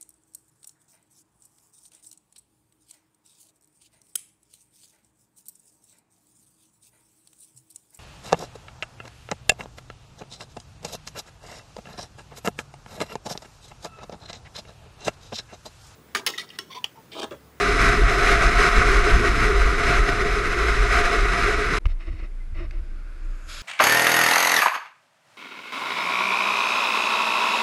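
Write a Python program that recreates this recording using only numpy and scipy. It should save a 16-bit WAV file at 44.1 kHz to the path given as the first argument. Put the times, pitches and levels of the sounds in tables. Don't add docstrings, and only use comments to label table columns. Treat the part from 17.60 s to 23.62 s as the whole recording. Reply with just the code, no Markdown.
import sys
import numpy as np
from scipy import signal
from scipy.fft import rfft, irfft, next_fast_len
from scipy.io import wavfile
from scipy.ndimage import uniform_filter1d

SR = 44100
rng = np.random.default_rng(int(sys.argv[2]) if len(sys.argv) > 2 else 0)


def unload_audio(sound):
    columns = np.transpose(np.atleast_2d(sound))
    steps = np.round(np.clip(columns, -1, 1) * 32767)
    wavfile.write(sys.argv[1], SR, steps.astype(np.int16))


def nominal_scale(level):
    x = np.asarray(level, float) / 20
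    return 10 ** x


N = 265482
T = np.arange(N) / SR
SIZE = next_fast_len(N + 8192)
HZ = np.arange(SIZE // 2 + 1) * SR / SIZE + 1e-3
CUT_S = 4.188


def unit(x):
    return x / np.sqrt(np.mean(x ** 2))


def slope(points):
    hz, db = np.transpose(points)
    return nominal_scale(np.interp(np.log(HZ), np.log(hz), db)) ** 2


def ring(peaks, steep=2.):
    return sum(nominal_scale(db) ** 2 / (1 + (2 * (HZ - hz) / width) ** 2) ** steep for hz, width, db in peaks)


def edge(hz, order=4):
    return 1 / (1 + (hz / HZ) ** (2 * order))


def through(x, power):
    ceps = irfft(np.log(power + 1e-14) / 2, SIZE)
    ceps[1:SIZE // 2] *= 2
    ceps[SIZE // 2 + 1:] = 0
    response = np.exp(rfft(ceps))
    return irfft(rfft(x, SIZE) * response, SIZE)[:N]


def walk(rate):
    hold = max(int(SR / rate), 1)
    held = np.repeat(rng.standard_normal(N // 20), hold)[:N]
    return unit(uniform_filter1d(uniform_filter1d(held, hold), hold))


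def grit(scatter_db, patchy_db, patch_rate):
    sizes = nominal_scale(scatter_db * rng.exponential(size=N) + patchy_db * walk(patch_rate))
    return unit(sizes * rng.standard_normal(N))


def even(x, share):
    envelope = np.abs(signal.hilbert(x, SIZE)[:N])
    return unit(x / (envelope + 0.94) ** np.clip(share, 0, 1))


def swells(rows, rest_db):
    power = sum(nominal_scale(db) ** 2 * np.exp(-((T - s) / half_s) ** 2) for s, db, half_s in rows)
    return 10 * np.log10(power + nominal_scale(rest_db) ** 2)


def rise(s, rise_s):
    return np.clip((T - s) / rise_s, 0, 1)


def roadside():
    # (frequency [Hz], density [dB per Hz])
    air_colour = [(65, -38), (110, -2.5), (231, -7.5), (271, -13.5), (323, -1), (408, -12.5), (536, -15.5),
                  (1840, -22.5), (2070, -15), (3060, -30), (11800, -34.5), (15300, -73), (22000, -120)]
    # (low edge [Hz], high edge [Hz], swelling [dB])
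    bands = [(60, 280, 0.83), (254, 490, 3.3), (450, 1900, 0.47), (1640, 3200, 0.5), (3180, 20000, 0.74)]
    noise, colour = rng.standard_normal(N), slope(air_colour)
    out = 0
    for lo_hz, hi_hz, swell_db in bands:
        band = through(noise, colour * edge(lo_hz, order=6) * (1 - edge(hi_hz, order=6)))
        out = out + band * nominal_scale(swell_db * walk(7))
    return unit(out) * nominal_scale(-54.5) * rise(CUT_S, .02)


def newcomer():
    # (frequency [Hz], density [dB per Hz])
    scrape_colour = [(1120, -50), (1900, -17), (2340, -1), (3050, -8), (3270, -2), (4240, -4), (5170, -0.5),
                     (5840, -13), (6650, -4.5), (8890, -19), (11800, -14), (15300, -56), (22000, -120)]
    # (roll [dB], scrape [dB], spray [dB])
    sliding_db = (-47.5, -43, -54)
    slide_s, flutter_db = 5.865, .8
    ahead_s, loose = T - slide_s, rise(slide_s, .03)
    nearing_db = 11 * ahead_s
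    gripping_db = (-56 + nearing_db, -64 + nearing_db, -65.5 + 55 * ahead_s)
    roll_db, slide_db, spray_db = (grip_db + (free_db - grip_db) * loose + flutter_db * walk(20)
                                   for grip_db, free_db in zip(gripping_db, sliding_db))
    scrape = grit(scatter_db=1.4, patchy_db=0.5, patch_rate=70)
    wheels = ring([(1424, 670, -3.5), (580, 250, -11.5), (2450, 630, -12)], steep=2.75)
    colour, high = slope(scrape_colour), edge(6000, order=8)
    roll = unit(through(scrape, wheels)) * nominal_scale(roll_db + 2.5)
    slide = unit(through(scrape, colour * (1 - high))) * nominal_scale(slide_db + 1.0)
    spray = unit(through(scrape, colour * high)) * nominal_scale(spray_db + 5.5)
    return (roll + slide + spray) * rise(CUT_S, .02)


def strokes(grip_share):
    finger_strokes = [
        (4.272, 0.05, -54, -10),
        (4.384, 0.11, -51, -4),
        (4.465, .03, -58, 10),
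        (4.51, 0.089, -55, -6),
        (4.58, 0.042, -54, 4),
        (4.625, 0.033, -51.5, 0),
        (4.94, 0.036, -52, 1),
        (4.972, 0.081, -48.5, 4.5),
        (5.118, .07, -56, 3),
    ]
    attack_s, release_s, sag_db_per_s = .02, .035, -26
    out = 0
    for s, hold_s, db, grip_db in finger_strokes:
        level = nominal_scale(db + grip_share * grip_db + sag_db_per_s * (T - s).clip(0, 1))
        out = out + level * rise(s, attack_s) * (1 - rise(s + hold_s, release_s)) ** 2
    return out


def handling():
    # (frequency [Hz], width [Hz], level [dB])
    case_modes = [(334, 40, 6.5), (643, 140, -1.5), (1250, 420, -5), (2020, 330, -0.5), (2540, 170, -5),
                  (3740, 210, -20), (4310, 99, -22), (5320, 140, -24)]
    # (frequency [Hz], density [dB per Hz])
    shell_colour = [(150, -9), (450, -25), (850, -35), (1700, -11), (2900, -9.5), (3400, -28), (5000, -33),
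                    (6000, -39), (11000, -61)]
    # (time [s], peak [dB], snap against body [dB], time to fall 60 dB [s], lowest frequency [Hz])
    case_ticks = [
        (4.255, -25, -34, .03, 300),
        (4.266, -34, -8, .014, 1800),
        (4.751, -62, 2, .012, 5000),
        (5.109, -30, -24, .016, 1800),
    ]
    # (time [s], peak [dB], pitch [Hz], half length [s])
    chirp_shape = (4.815, -54, 2050, .016)
    slip = grit(scatter_db=1.5, patchy_db=1.6, patch_rate=54)
    body = ring(case_modes, steep=1.9) + slope(shell_colour)
    low, mid, high = edge(610), edge(1340, order=8), edge(3600, order=8)
    boom = unit(through(slip, body * (1 - low))) * nominal_scale(2.5) * strokes(grip_share=.99)
    hollow = unit(through(slip, body * low * (1 - mid))) * nominal_scale(-0.5 + 1.8 * walk(15)) * strokes(grip_share=.2)
    rub = unit(through(slip, body * mid * (1 - high))) * nominal_scale(1.2 * walk(21.89)) * strokes(grip_share=0)
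    squeak = unit(through(slip, body * high)) * nominal_scale(-8.5) * strokes(grip_share=-0.49)
    out = boom + hollow + rub + squeak

    noise = rng.standard_normal(N)
    snap = unit(through(noise, edge(5800)))
    struck = body + nominal_scale(-24) ** 2 * (1 - edge(5600, order=8))
    for s, db, top_db, t60, low_hz in case_ticks:
        burst = unit(through(noise, struck * edge(low_hz)))
        since = (T - s).clip(0)
        out = out + np.clip(since / 0.0012, 0, 1) * nominal_scale(db - 60 * since / t60) * (burst + nominal_scale(top_db) * snap)

    s, db, hz, half_s = chirp_shape
    return out + nominal_scale(db) * np.exp(-((T - s) / half_s) ** 2) * np.sin(2 * np.pi * hz * T)


def mount():
    # (time [s], level [dB], half length [s])
    breeze_puffs = [(4.29, -22.5, 0.073), (4.5, -28, 0.026), (4.63, -30.5, 0.033), (4.79, -31.5, 0.098),
                    (4.98, -29, 0.064), (5.09, -31, 0.023), (5.18, -24.5, 0.026), (5.32, -31.5, 0.055),
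                    (5.45, -35.5, 0.11), (5.69, -27.5, 0.061), (5.84, -41, 0.03)]
    # (time [s], level [dB], half length [s])
    hand_jolts = [(4.3, -35, 0.024), (4.52, -29, .03), (4.62, -31, 0.019), (4.95, -33.5, .05),
                  (5.04, -35, 0.055), (5.13, -41, .03), (5.21, -34, 0.022), (5.39, -46, 0.044),
                  (5.57, -48, .02), (5.67, -43.5, 0.034), (5.88, -50, .04)]
    # (time [s], peak [dB], push [s], press [dB], press lead [s])
    knock_shape = (4.2665, -8, .0036, -15, .009)
    sway_db, jolt_db = swells(breeze_puffs, rest_db=-40), swells(hand_jolts, rest_db=-53)
    s, db, push_s, press_db, lead_s = knock_shape
    turns = np.cumsum(28.5 * (1 + 0.054 * walk(14))) / SR
    sway = np.sqrt(2) * np.cos(2 * np.pi * (turns - turns[int(s * SR)])) * rise(CUT_S, 0.1)
    shake = ring([(63.0, 26.3, 0)], steep=1.68) * edge(30)
    jolt = even(unit(through(rng.standard_normal(N), shake)), share=0.58) * rise(CUT_S, .05)
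    calm = 1 - np.exp(-((T - s) / .03) ** 2)
    spring_back = nominal_scale(db) * np.exp(-((T - s) / push_s) ** 2)
    press = nominal_scale(press_db) * np.exp(-((T - s + lead_s) / push_s) ** 2)
    return sway * nominal_scale(sway_db) * (0.59 + 0.72 * calm) + jolt * nominal_scale(jolt_db) * calm + spring_back - press


def ride():
    # (frequency [Hz], width [Hz], level [dB])
    board_modes = [(112, 4.1, -8.5), (367, 54, -2.5), (411.7, 39, 7.5), (698, 48.4, 1), (1276, 363, -7.5),
                   (1493, 265, -11), (1950, 186, -11), (2187, 280, -14), (3790, 950, -20.5),
                   (4020, 165, -17), (4530, 120, -21.5), (5150, 170, -14.5), (6200, 170, -21),
                   (10500, 650, -36.5)]
    # (frequency [Hz], density [dB per Hz])
    road_colour = [(60, -8), (110, -3.5), (250, -9), (550, -13.5), (850, -30), (1700, -32.5), (2500, -17.5),
                   (3200, -27), (6000, -23.5), (9000, -31), (11500, -35)]
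    # (frequency [Hz], density [dB per Hz])
    gust_colour = [(7.1, -11), (12, -4.5), (45, 4.5), (56, -1.5), (75, -23), (90, -16), (120, -19.5),
                   (200, -120)]
    # (time [s], wheel roar [dB], half length [s], truck ring [dB])
    road_patches = [(0.04, -24.5, 0.079, -30), (0.273, -20, 0.071, -28.5), (0.496, -26, .05, -27.5),
                    (0.689, -16.5, 0.059, -22), (0.842, -21.5, .05, -26.5), (1.032, -19, 0.087, -31.5),
                    (1.185, -22, 0.072, -30), (1.324, -23, 0.071, -41), (1.5, -20, 0.045, -27.5),
                    (1.674, -25, 0.047, -34), (1.83, -22.5, 0.044, -42), (2.01, -26, 0.041, -37),
                    (2.314, -20, 0.062, -27), (2.508, -27.5, 0.044, -27.5), (2.677, -30, 0.025, -32),
                    (2.814, -41, 0.039, -43), (3.085, -25.5, 0.075, -42), (3.38, -21.5, 0.1, -28.5),
                    (3.548, -26.5, 0.046, -32), (3.822, -23, 0.13, -34.5), (4.172, -25.5, 0.045, -48)]
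    # (time [s], level [dB], half length [s])
    deck_flexes = [(.0, -26.5, 0.14), (.4, -27.5, 0.024), (.68, -28.5, 0.11), (1.04, -25, 0.036),
                   (1.22, -28, 0.065), (1.34, -23.5, 0.029), (1.48, -25.5, 0.038), (1.65, -23, 0.02),
                   (1.88, -24, 0.056), (2.05, -29.5, 0.13), (2.64, -28.5, 0.043), (2.81, -27.5, 0.047),
                   (3.03, -27, .07), (3.45, -29, 0.12), (3.88, -28, 0.047), (3.99, -26, 0.024)]
    # (time [s], level [dB], half length [s])
    air_buffets = [(.05, -27, .08), (.23, -22, 0.076), (.43, -17.5, 0.048), (.71, -23.5, 0.08),
                   (.85, -17.5, 0.043), (.98, -20, 0.046), (1.2, -16, 0.043), (1.3, -18, 0.034),
                   (1.39, -17, 0.059), (1.54, -13, 0.034), (1.69, -18, 0.023), (1.82, -18.5, 0.046),
                   (2.0, -18.5, 0.037), (2.08, -15.5, 0.029), (2.27, -24, .05), (2.4, -20, 0.035),
                   (2.7, -24, 0.041), (2.85, -35, 0.026), (3.08, -23, 0.075), (3.22, -20, 0.032),
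                   (3.38, -19.5, .07), (3.62, -21.5, 0.041), (3.84, -25, .04), (3.97, -26.5, .06)]
    roar_db = swells([patch[:3] for patch in road_patches], rest_db=-23.5 - 0.75 * T)
    truck_db = swells([(s, db, half_s) for s, _, half_s, db in road_patches], rest_db=-41.5)
    deck_db = swells(deck_flexes, rest_db=-31.5)
    wind_db = swells(air_buffets, rest_db=-27)
    hiss_db = roar_db - 13

    stones = grit(scatter_db=2.0, patchy_db=1.0, patch_rate=60)
    body = ring(board_modes, steep=1.517) + slope(road_colour)
    deep, low, mid, high = edge(305, order=6), edge(591, order=8), edge(1031), edge(2750)
    rumble_db = 0.71 * roar_db + 0.045 * wind_db - 15.0 + 2.7 * walk(6.19)
    rumble = unit(through(stones, body * (1 - deep))) * nominal_scale(rumble_db)
    deck = even(unit(through(stones, body * deep * (1 - low))), share=0.11) * nominal_scale(deck_db - 2.14)
    truck = even(unit(through(stones, body * low * (1 - mid))), share=0.1) * nominal_scale(truck_db - 3.5)
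    roar = unit(through(stones, body * mid * (1 - high))) * nominal_scale(roar_db + 0.64)
    hiss = unit(through(stones, body * high)) * nominal_scale(hiss_db + 0.31 * walk(25.24))
    wind = even(unit(through(rng.standard_normal(N), slope(gust_colour))), share=0.31) * nominal_scale(wind_db + 1.5)
    return (rumble + deck + truck + roar + hiss + wind) * np.clip((CUT_S - T) / .005, 0, 1)


def scene():
    return (roadside() + newcomer() + handling() + mount() + ride())[None]


def roll_off(x):
    return signal.sosfilt(signal.butter(12, 12190, fs=SR, output="sos"), x)


def record(dry):
    # (frequency [Hz], share [0-1])
    lost_share = [(5000, 0), (8500, .02), (9200, .15), (11500, .11), (11800, .5)]
    hz, _, cells = signal.stft(dry[0], SR, nperseg=1024, noverlap=768)
    band = np.arange(len(hz)) // 3
    stagger = rng.integers(0, 8, len(hz))[band][:, None]
    frame = (np.arange(cells.shape[1]) + stagger) // 8
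    chance = rng.random((len(hz), cells.shape[1]))[band[:, None], frame]
    kept = chance > np.interp(hz, *np.transpose(lost_share))[:, None]
    thinned = signal.istft(cells * kept, SR, nperseg=1024, noverlap=768)[1][None, :N]
    low_pass = signal.ellip(14, .3, 70, 11930, fs=SR, output="sos")
    return roll_off(signal.sosfilt(low_pass, thinned))


dry = scene()
out = record(dry)
unload_audio(out)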